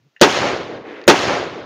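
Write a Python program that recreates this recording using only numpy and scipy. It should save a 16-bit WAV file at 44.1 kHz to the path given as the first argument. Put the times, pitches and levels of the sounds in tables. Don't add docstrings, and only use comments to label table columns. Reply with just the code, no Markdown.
import sys
import numpy as np
from scipy import signal
from scipy.io import wavfile
from scipy.ndimage import uniform_filter1d

SR = 44100
rng = np.random.default_rng(int(sys.argv[2]) if len(sys.argv) > 2 else 0)


def master_out(mix):
    frames = np.transpose(np.atleast_2d(mix))
    ceiling = np.clip(frames, -1, 1)
    pcm = np.round(ceiling * 32767).astype(np.int16)
    wavfile.write(sys.argv[1], SR, pcm)


def decibels_to_gain(level_db):
    exponent = np.asarray(level_db, float) / 20
    return 10 ** exponent


N = 72765


def evened(x):
    return x / np.sqrt(np.mean(x ** 2) + 1e-20)


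def read(points, hz):
    f, value = np.transpose(points)
    return np.interp(np.log(hz + 1), np.log(f + 1), value)


def add(mix, s, sound):
    part = mix[round(s * SR):][:len(sound)]
    part += sound[:len(part)]


def shaped(x, field_db):
    hz, t, z = signal.stft(x, SR, nperseg=512, noverlap=384)
    z = z * decibels_to_gain(field_db(hz[:, None], t[None]))
    return signal.istft(z, SR, nperseg=512, noverlap=384)[1][:len(x)]


def coloured(x, points):
    return evened(shaped(x, lambda hz, t: read(points, hz)))


def filtered(x, order, hz, kind):
    return signal.sosfilt(signal.butter(order, hz, kind, fs=SR, output="sos"), x)


def fading(t, t60_s):
    return decibels_to_gain(-60 * t / t60_s)


def ring(t, modes):
    return sum(decibels_to_gain(db) * fading(t, t60) * np.sin(2 * np.pi * hz * t) for hz, db, t60 in modes)


# pitch_hz, level_db (per Hz)
STILL = [(30, 4), (150, -2), (400, 0.5), (1500, -4.5), (3000, -6), (7000, -14), (12500, -9), (15000, -15)]
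STILL_DB = -69
PUFF_HZ, PUFF_WIDTH_HZ, PUFF_DB, PUFF_END_S, PUFF_FADE_S = 134, 25, -61, .088, .008
PUFF_SKIRT_DB, PUFF_SKIRT_HZ = -11, 420
PUFF_SWELL_DB, PUFF_TOP_S, PUFF_SWELL_S = 9, .067, 0.016


def still_air():
    t = np.arange(N) / SR
    floor = coloured(rng.standard_normal(N), STILL)
    wander = rng.standard_normal((N, 2)) @ [1, 1j]
    drift = signal.lfilter(*signal.butter(2, PUFF_WIDTH_HZ / 2, fs=SR), wander)
    moan = np.sin(2 * np.pi * PUFF_HZ * t + np.angle(drift))
    skirt = filtered(rng.standard_normal(N), 3, (PUFF_HZ, PUFF_SKIRT_HZ), "band")
    puff = evened(moan) + decibels_to_gain(PUFF_SKIRT_DB) * evened(skirt)
    puff *= decibels_to_gain(PUFF_SWELL_DB * np.exp(-((t - PUFF_TOP_S) / PUFF_SWELL_S) ** 2))
    puff /= 1 + np.exp(np.minimum((t - PUFF_END_S) / PUFF_FADE_S, 50))
    return decibels_to_gain(STILL_DB) * floor + decibels_to_gain(PUFF_DB) * puff


# pitch_hz, level_db, t60_s
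SPRING = [(1790, 0, .04), (1870, -8, .08), (2780, -3, .04), (2600, -12, .07)]
# pitch_hz, width_hz, level_db
STEEL = [(1900, 1200, 0), (3300, 900, -2), (4400, 1200, -2), (6000, 1500, -13)]
RATTLE, SPRING_RISE_S, STEEL_T60_S, TICK_RISE_S = .5, .002, 0.016, .0006


def steel_db(hz, t):
    return 20 * np.log10(sum(decibels_to_gain(db) / (1 + (2 * (hz - f) / width) ** 2) for f, width, db in STEEL))


def tick(db, colour):
    t = np.arange(4000) / SR
    rattle = 1 + RATTLE * evened(uniform_filter1d(rng.standard_normal(len(t)), size=60))
    spring = ring(t, SPRING) * rattle * np.minimum(t / SPRING_RISE_S, 1)
    steel = evened(shaped(rng.standard_normal(len(t)), steel_db)) * fading(t, STEEL_T60_S)
    both = (1 - colour) * spring + colour * steel
    return decibels_to_gain(db) * np.minimum(t / TICK_RISE_S, 1) * both / 2


# pitch_hz, level_db
LEAD_IN_TONES = [(6800, -18), (14600, -2)]
LEAD_IN_RISE_S, LEAD_IN_FALL_S = .0008, 0.0065


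def lead_in(lead, db):
    t = np.arange(0, lead, 1 / SR)
    tones = sum(decibels_to_gain(d) * np.sin(2 * np.pi * hz * t) for hz, d in LEAD_IN_TONES)
    return decibels_to_gain(db) * np.minimum(t / LEAD_IN_RISE_S, 1) * np.exp(-t / LEAD_IN_FALL_S) * (1 + tones)


BLAST_S, BLAST_DB = 0.00022, 28


def blast(t):
    return -decibels_to_gain(BLAST_DB) * (1 - t / BLAST_S) * np.exp(-t / BLAST_S)


CRACK_DB, CRACK_HZ, CRACK_RISE_S, CRACK_T60_S = 16.5, 7050, 0.0005, 0.013


def crack(t):
    hiss = evened(filtered(rng.standard_normal(N), 1, CRACK_HZ, "high"))
    return decibels_to_gain(CRACK_DB) * fading(t, CRACK_T60_S) * np.minimum(t / CRACK_RISE_S, 1) ** 2 * hiss


# pitch_hz, level_db, t60_s
BOOM = [(298.3, 1.5, 0.091), (583.2, 14.5, 0.033), (670, 1.5, 0.048), (882, -8, 0.19)]


def boom(t):
    return -ring(t, BOOM)


LEAVES_PER_S, LEAF_SPREAD_DB = 6000, 1
SAME_PATH = 0.92


def leaves():
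    size = decibels_to_gain(LEAF_SPREAD_DB * np.minimum(rng.exponential(1, N), 4)) * rng.choice([-1., 1.], N)
    return evened(size * (rng.random(N) < LEAVES_PER_S / SR))


def mostly_same(shared):
    return np.sqrt(SAME_PATH) * shared + np.sqrt(1 - SAME_PATH) * leaves()


# pitch_hz, level_db (per Hz)
BUSH = [(30, -37.5), (75, -16.5), (130, -2), (320, 6), (600, -1), (1500, -2.5), (3000, -6.5), (7000, -16.5)]
BUSH_DB, BUSH_T60_S, BUSH_TREBLE_T60_S, BUSH_SPLIT_HZ, BUSH_HOLD_S = 3, 0.19, 0.12, 1690, 0.0067


def bush_returns(t, shared):
    bush = coloured(mostly_same(shared), BUSH)
    low = signal.sosfiltfilt(signal.butter(2, BUSH_SPLIT_HZ, fs=SR, output="sos"), bush)
    after = np.maximum(t - BUSH_HOLD_S, 0)
    return decibels_to_gain(BUSH_DB) * (low * fading(after, BUSH_T60_S) + (bush - low) * fading(after, BUSH_TREBLE_T60_S))


# pitch_hz, level_db (per Hz)
TREES = [(30, -47.5), (70, 1), (150, -9), (350, 0.5), (700, -3.5), (1500, -3), (3000, -7.5), (7000, -16.5)]
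# (extra, per s of travel)
AIR = [(100, 2), (500, -7), (1500, 22), (4000, 30.5), (9000, 58), (15000, 129)]
# after_shot_s, level_db
WOODS = [(.03, -27.5), (.1, -20.5), (.2, -19), (.29, -21), (.42, -27.5), (.55, -30), (.64, -38), (.86, -47)]
AIR_FROM_S, PATCHY_DB, LAST_FALL_DB_PER_S = 0.072, 1.5, 42


def trees_db(hz, t):
    patches = rng.standard_normal((hz.size, t.size))
    patches = uniform_filter1d(patches, size=6, axis=0)
    patches = evened(uniform_filter1d(patches, size=8, axis=1))
    return read(TREES, hz) + PATCHY_DB * patches - read(AIR, hz) * (t - AIR_FROM_S)


def tree_returns(t, shared):
    trees = shaped(mostly_same(shared), trees_db)
    trees /= np.sqrt(np.mean(trees[round(.1 * SR):round(.22 * SR)] ** 2))
    when, db = np.transpose(WOODS)
    return trees * decibels_to_gain(np.interp(t, when, db) - LAST_FALL_DB_PER_S * np.maximum(t - when[-1], 0))


# after_shot_s, level_db, pitch_hz
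TRUNKS = [(0.052, -14, 505), (.065, -5, 690), (.135, -9.5, 760), (.161, -9.5, 610), (.212, -30, 454),
          (0.661, -32.5, 387), (0.084, -12.5, 583), (.205, -10.5, 910), (.228, -10, 533), (.28, -15, 680),
          (.35, -16, 457), (.49, -20, 410)]
TRUNK_CYCLES = 0.8


def trunk(db, hz):
    u = np.arange(0, 4 * TRUNK_CYCLES, hz / SR)
    return decibels_to_gain(db) * np.sin(2 * np.pi * u) * (u / TRUNK_CYCLES) * np.exp(1 - 2 * u / TRUNK_CYCLES) * 2


def late_return(t, noise, start_s, db, rise_s, hold_s, t60_s):
    rise = np.clip((t - start_s) / rise_s, 0, 1)
    return noise * rise * decibels_to_gain(db) * fading(np.maximum(t - start_s - hold_s, 0), t60_s)


# pitch_hz, level_db (per Hz)
ROW = [(150, -18), (300, -5), (600, 6.5), (1000, -1.5), (2200, -7.5), (4000, -27.5)]


def row_return(t, shared):
    noise = coloured(shared[::-1], ROW)
    return late_return(t, noise, start_s=.202, db=-24.5, rise_s=0.005, hold_s=0.078, t60_s=0.35)


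# pitch_hz, level_db (per Hz)
SLOPE = [(100, -36), (200, -9), (350, 12), (800, -2.5), (1200, -3.5), (2000, -2), (3000, -12),
         (7000, -33.5)]


def slope_return(t):
    noise = coloured(leaves(), SLOPE)
    return late_return(t, noise, start_s=0.613, db=-35.5, rise_s=0.051, hold_s=0.15, t60_s=0.64)


def shot(shared_bush, shared_trees):
    t = np.arange(N) / SR
    out = blast(t) + crack(t) + boom(t)
    out += bush_returns(t, shared_bush) + tree_returns(t, shared_trees)
    for s, db, hz in TRUNKS:
        add(out, s, trunk(db, hz))
    return out + row_return(t, shared_trees) + slope_return(t)


# start_s, level_db, colour (0 spring to 1 steel)
TICKS = [
    (0.163, -35, 0),
    (0.172, -45, 0),
    (0.196, -38, 0.77),
    (0.2059, -26, 0.91),
    (1.0142, -28, 0.58),
    (1.039, -27.5, 0.92),
]
# start_s, level_db
SHOTS = [
    (.2132, 0),
    (1.0782, 0),
]
# lead_s, level_db
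LEAD_INS = [
    (.0027, -18),
    (.0078, -20),
]


def scene():
    mix = still_air()
    for s, db, colour in TICKS:
        add(mix, s, tick(db, colour))
    for (s, _), (lead, db) in zip(SHOTS, LEAD_INS):
        add(mix, s - lead, lead_in(lead, db))
    shared = leaves(), leaves()
    for s, db in SHOTS:
        add(mix, s, decibels_to_gain(db) * shot(*shared))
    return mix[None]


def top_cut(x):
    return signal.sosfilt(signal.butter(12, 15850, fs=SR, output="sos"), x)


# pitch_hz, level_db
MIC = [(20, -2.5), (6800, 2.5), (7800, -13.5), (10000, -17), (13000, -27.5), (14300, -22.5), (15600, -12.5),
       (16200, -49.5)]
OVERLOAD, LOW_CUT_HZ, EDGE_HZ = 1.08, 104, 15600
HISS_DB, HISS_HZ = -84, 13800


def record(dry):
    gain_ln = np.log(decibels_to_gain(read(MIC, abs(np.fft.fftfreq(2048, 1 / SR)))))
    port = np.fft.ifft(np.exp(np.conj(signal.hilbert(gain_ln)))).real[:1024]
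    x = signal.oaconvolve(np.clip(dry, -OVERLOAD, OVERLOAD), port[None])[:, :N]
    x = filtered(x, 2, LOW_CUT_HZ, "high")
    x += decibels_to_gain(HISS_DB) * evened(filtered(rng.standard_normal(N), 3, HISS_HZ, "high"))
    x = signal.sosfiltfilt(signal.butter(12, EDGE_HZ, fs=SR, output="sos"), np.clip(x, -1, 1))
    return top_cut(np.clip(x, -1, 1))


dry = scene()
out = record(dry)
master_out(out)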